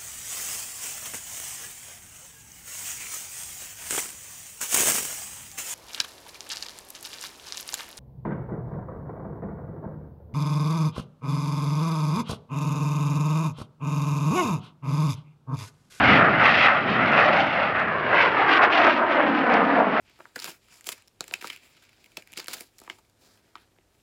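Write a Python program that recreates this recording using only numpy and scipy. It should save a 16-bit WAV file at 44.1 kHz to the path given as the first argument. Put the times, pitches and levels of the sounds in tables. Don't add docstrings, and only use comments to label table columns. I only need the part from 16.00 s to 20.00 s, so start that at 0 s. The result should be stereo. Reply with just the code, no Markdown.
import sys
import numpy as np
from scipy import signal
from scipy.fft import rfft, irfft
from scipy.io import wavfile
from scipy.ndimage import uniform_filter1d, minimum_filter1d, map_coordinates

SR = 44100
rng = np.random.default_rng(int(sys.argv[2]) if len(sys.argv) > 2 else 0)


def waveform_to_disk(signal):
    frames = np.transpose(np.atleast_2d(signal))
    scaled = np.clip(frames, -1, 1) * 32767
    samples = np.round(scaled).astype(np.int16)
    wavfile.write(sys.argv[1], SR, samples)


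N = 176400

# (time [s], relative level [dB])
ROAR_LEVEL = [(0.0, -16.5), (0.14, -14.5), (0.25, -15), (0.32, -19.5), (0.39, -18.5), (0.46, -12.5),
              (0.54, -20), (0.62, -17.5), (0.66, -17.5), (0.69, -14), (0.84, -27.0), (0.89, -21.5),
              (0.92, -24), (1.02, -18), (1.08, -21), (1.19, -14), (1.39, -20), (1.48, -24.5), (1.59, -20.5),
              (1.73, -25.5), (1.79, -23), (1.92, -24.5), (2.09, -23), (2.13, -16), (2.2, -17.5),
              (2.27, -16.5), (2.31, -25.0), (2.37, -17.5), (2.42, -19), (2.46, -22), (2.5, -20.5),
              (2.58, -20.5), (2.61, -14.5), (2.66, -16.5), (2.69, -18.5), (2.75, -21), (2.79, -16),
              (2.87, -12.5), (2.95, -24.5), (3.02, -18.5), (3.08, -22), (3.2, -17), (3.34, -23.5),
              (3.42, -22), (3.55, -15), (3.65, -20.5), (3.75, -19), (3.79, -17.5), (3.9, -22.5), (4.0, -20)]
TREBLE_LEVEL = [(0.0, -36), (0.12, -31), (0.24, -41.5), (0.36, -44), (0.46, -31.5), (0.51, -34),
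                (0.65, -28.5), (0.72, -42), (0.76, -40.5), (0.84, -47.5), (0.9, -39.5), (1.0, -42),
                (1.08, -39), (1.11, -42), (1.19, -34.5), (1.28, -38.5), (1.41, -35.5), (1.45, -40.5),
                (1.62, -42), (1.74, -47.5), (1.79, -44), (1.84, -49.5), (2.05, -49), (2.22, -32),
                (2.3, -42.5), (2.42, -40.5), (2.46, -45), (2.49, -36.5), (2.57, -31), (2.6, -45.5),
                (2.64, -32.5), (2.69, -50), (2.73, -34.5), (2.79, -33), (2.82, -37), (2.92, -36.5),
                (2.95, -40), (3.06, -50.5), (3.13, -38.5), (3.2, -44), (3.33, -46), (3.39, -41.5),
                (3.46, -47), (3.54, -40), (3.61, -47), (3.79, -45.5), (3.84, -50), (4.0, -42)]
RUMBLE_LEVEL = [(0.0, -27), (0.11, -18.5), (0.57, -30), (0.76, -34), (0.92, -24.5), (1.44, -28),
                (1.52, -33.5), (1.86, -32.5), (2.42, -32), (2.76, -34.5), (2.83, -32), (3.05, -35),
                (3.3, -28.5), (3.44, -30.5), (3.77, -28.5), (4.0, -31)]
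DEEP_LEVEL = [(0.0, -27.5), (0.23, -38), (0.71, -47.5), (0.92, -48.5), (1.45, -52), (1.61, -45.5),
              (2.05, -44.5), (2.45, -49.5), (3.27, -55), (4.0, -56)]
# (frequency [Hz], relative level [dB])
JET_TONE = [(250, -37), (420, -8), (620, 0), (950, -1.5), (1300, -1.94), (2000, -4.5), (2800, -10),
            (3800, -22), (5000, -30), (7000, -52), (10000, -78), (15000, -99)]
RUMBLE_TONE = [(40, -48.5), (90, -17), (150, -6.5), (220, -1), (300, 3), (400, -3.5), (550, -15.5),
               (1000, -41.5), (4000, -87)]
DEEP_TONE = [(20, -26), (35, -23.5), (52, -5.5), (90, 0), (130, 8), (220, -13.5), (1000, -69)]
CRACK_TONE = [(60, -21.5), (250, 4), (800, 9), (2000, -9), (3800, -20.5), (5500, -20), (8000, -43.5),
              (10000, -60.5), (15000, -86)]
RECORDER_TICK_TONE = [(2000, -20), (5000, -1), (8000, 0.5), (11000, -6), (15000, -15)]
# (time [s], centre frequency [Hz], half length [s], boost [dB])
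ROAR_FLARES = [(1.361, 680, .09, 8.5), (1.79, 1700, 0.037, 7.5), (2.2, 2100, 0.024, 7.5),
               (2.515, 1305, 0.08, 9.5), (2.642, 1840, 0.012, 6.5), (3.796, 620, 0.057, 7)]
# (time [s], relative shock level [dB], relative recorder tick level [dB])
LOUD_PEAKS = [(.44, -17.5, -47), (.459, -14.5, -42), (0.477, -14.5, -43), (.493, -18.5, -50),
              (.591, -13.5, -50), (.661, -11, -45), (1.121, -16.5, -49), (1.201, -11.5, -44),
              (1.47, -20, -50), (1.799, -20, -44), (2.149, -18, -51), (2.64, -7, -47), (2.8, -22, -60),
              (2.846, -7.5, -60), (2.87, -8, -54), (3.54, -6.5, -59), (3.797, -27, -56)]
# (time [s], delay [ms])
ECHO_DELAY = [(0, 1.48), (1.5, 1.486), (2.0, 1.69), (2.45, 2.474), (2.7, 2.86), (3.08, 3.26), (3.6, 4.11),
              (4, 4.62)]
# (frequency [Hz], gain [dB])
GRASS_ECHO = [(100, -3), (400, -5), (1000, -8), (2000, -11.5), (4000, -17), (8000, -23.5)]
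# (frequency [Hz], left minus right [dB])
BALANCE = [(60, 0), (170, 0.5), (460, -0.2), (800, -0.8), (1250, -2), (2200, -2.5), (3600, 0.5),
           (6000, -2.1)]

ROAR_DB, PEAKS_DB, RUMBLE_DB, DEEP_DB, WIND_DB = -1.1, -1, 1, -2.5, -65.5
SHOCKS_PER_S, SHOCK_SPREAD_DB = 1400, 1.5
TREBLE_FROM_HZ, TREBLE_FULL_HZ, TREBLE_LIFT_DB, TREBLE_TYPICAL_DB = 1540, 3180, 19, -29.5
DARKEN_DB_PER_OCTAVE_S, PIVOT_HZ, NEUTRAL_TIME_S = 2, 1150, 2.8
SPUTTER_DB, FLUTTER_DB, GUST_DB = 1.26, 0.9, 9.5
FLARE_OCTAVES, STEEPEN_PER_OCTAVE = 0.4, 0.25
ECHO_WOBBLE_MS, RIGHT_LEAD_MS, SCATTER_DB = 0.09, 0.004, -17.5
LIMIT_PEAK, TOP_HZ = 0.68, 15700


def roar():
    jet = rfft(unit(colour(exhaust(), JET_TONE)))
    octaves = np.log2(np.maximum(np.fft.rfftfreq(N, 1 / SR), 1))
    centres_hz = 400 * 2 ** np.arange(0, 4.6, .5)
    t = np.arange(N) / SR
    body = curve(ROAR_LEVEL)
    treble = curve(TREBLE_LEVEL) + SPUTTER_DB * wander(per_s=120)
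    out = 0
    for hz, pick in zip(centres_hz, np.eye(len(centres_hz))):
        band = irfft(jet * np.interp(octaves, np.log2(centres_hz), pick), N)
        treble_share = np.interp(np.log(hz), np.log([TREBLE_FROM_HZ, TREBLE_FULL_HZ]), [0, 1])
        darken = -DARKEN_DB_PER_OCTAVE_S * (t - NEUTRAL_TIME_S) * np.log2(hz / PIVOT_HZ)
        octaves_above = max(np.log2(hz / TREBLE_FULL_HZ), 0)
        steepen = STEEPEN_PER_OCTAVE * octaves_above * (treble - TREBLE_TYPICAL_DB)
        db = (1 - treble_share) * (body + darken) + treble_share * (treble + TREBLE_LIFT_DB + steepen)
        for at, flare_hz, half_length, boost_db in ROAR_FLARES:
            nearness = np.exp(-(np.log2(hz / flare_hz) / FLARE_OCTAVES) ** 2)
            db += boost_db * nearness * np.exp(-((t - at) / half_length) ** 2)
        out += band * undb(db + FLUTTER_DB * wander(per_s=20))
    return out * undb(ROAR_DB)


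def exhaust():
    sizes = undb(SHOCK_SPREAD_DB * np.minimum(rng.exponential(size=N), 4))
    shocks = (rng.random(N) < SHOCKS_PER_S / SR) * sizes
    return rng.standard_normal(N) - unit(shocks - shocks.mean())


def cracks():
    times, shock_db, _ = np.transpose(LOUD_PEAKS)
    return pulses(times, shock_db + PEAKS_DB, CRACK_TONE)


def rumble():
    low = unit(colour(rng.standard_normal(N), RUMBLE_TONE)) * undb(curve(RUMBLE_LEVEL) + RUMBLE_DB)
    deep = unit(colour(rng.standard_normal(N), DEEP_TONE)) * undb(curve(DEEP_LEVEL) + DEEP_DB)
    return low + deep


def add_ground_echo(x):
    echo = irfft(rfft(x) * np.minimum(gains(GRASS_ECHO, size=N), 1), N)
    delay_ms = curve(ECHO_DELAY) + ECHO_WOBBLE_MS * wander(per_s=9)
    return x + delay(echo, delay_ms)


def microphone(x):
    age = np.arange(SR // 20) / SR
    scatter = rng.standard_normal(len(age)) * age * np.exp(-age / 0.011)
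    side = undb(SCATTER_DB) * signal.fftconvolve(x, scatter / np.linalg.norm(scatter))[:N]
    left = colour(x + side, [(hz, db / 2) for hz, db in BALANCE])
    right = colour(delay(x, -RIGHT_LEAD_MS) - side, [(hz, -db / 2) for hz, db in BALANCE])
    return np.array([left, right])


def recorder_ticks():
    times, _, tick_db = np.transpose(LOUD_PEAKS)
    return pulses(times, tick_db + PEAKS_DB, RECORDER_TICK_TONE)


def wind():
    low_band = signal.butter(2, [30, 120], "bandpass", fs=SR, output="sos")
    puffs = signal.sosfilt(low_band, rng.standard_normal((2, N)))
    gusts = undb(GUST_DB * wander(per_s=2.5))
    return undb(WIND_DB) * unit(puffs * gusts)


def undb(db):
    return 10 ** (np.asarray(db) / 20)


def unit(x):
    return x / np.sqrt(np.mean(x ** 2))


def curve(table):
    return np.interp(np.arange(N) / SR, *np.array(table, float).T)


def wander(per_s):
    hold = int(SR / per_s)
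    steps = np.repeat(rng.standard_normal(N // hold + 2), hold)
    return unit(uniform_filter1d(uniform_filter1d(steps, hold), hold)[:N])


def delay(x, ms):
    return map_coordinates(x, [np.arange(N) - ms * SR / 1000], mode="mirror")


def pulses(times, db, tone):
    spikes = np.bincount((times * SR).astype(int), undb(db), N)
    peak = np.abs(colour(signal.unit_impulse(N), tone)).max()
    return -colour(spikes, tone) / peak


def gains(tone, size):
    points_hz, points_db = np.array(tone, float).T
    hz = np.maximum(np.fft.rfftfreq(size, 1 / SR), 1)
    return undb(np.interp(np.log(hz), np.log(points_hz), points_db))


def colour(x, tone):
    cepstrum = irfft(np.log(gains(tone, size=2 * N)))
    cepstrum[1:N] *= 2
    cepstrum[N + 1:] = 0
    return irfft(rfft(x, 2 * N) * np.exp(rfft(cepstrum)))[:N]


def scene():
    mix = roar() + rumble() + cracks() + recorder_ticks()
    return microphone(add_ground_echo(mix)) + wind()


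def record(dry):
    needed_gain = LIMIT_PEAK / np.maximum(np.abs(dry).max(axis=0), LIMIT_PEAK)
    held_gain = minimum_filter1d(needed_gain, size=61)
    smooth_gain = uniform_filter1d(uniform_filter1d(held_gain, size=31), size=31)
    top_cut = signal.ellip(8, .2, 70, TOP_HZ, fs=SR, output="sos")
    return signal.sosfilt(top_cut, dry * smooth_gain)


dry = scene()
out = record(dry)
waveform_to_disk(out)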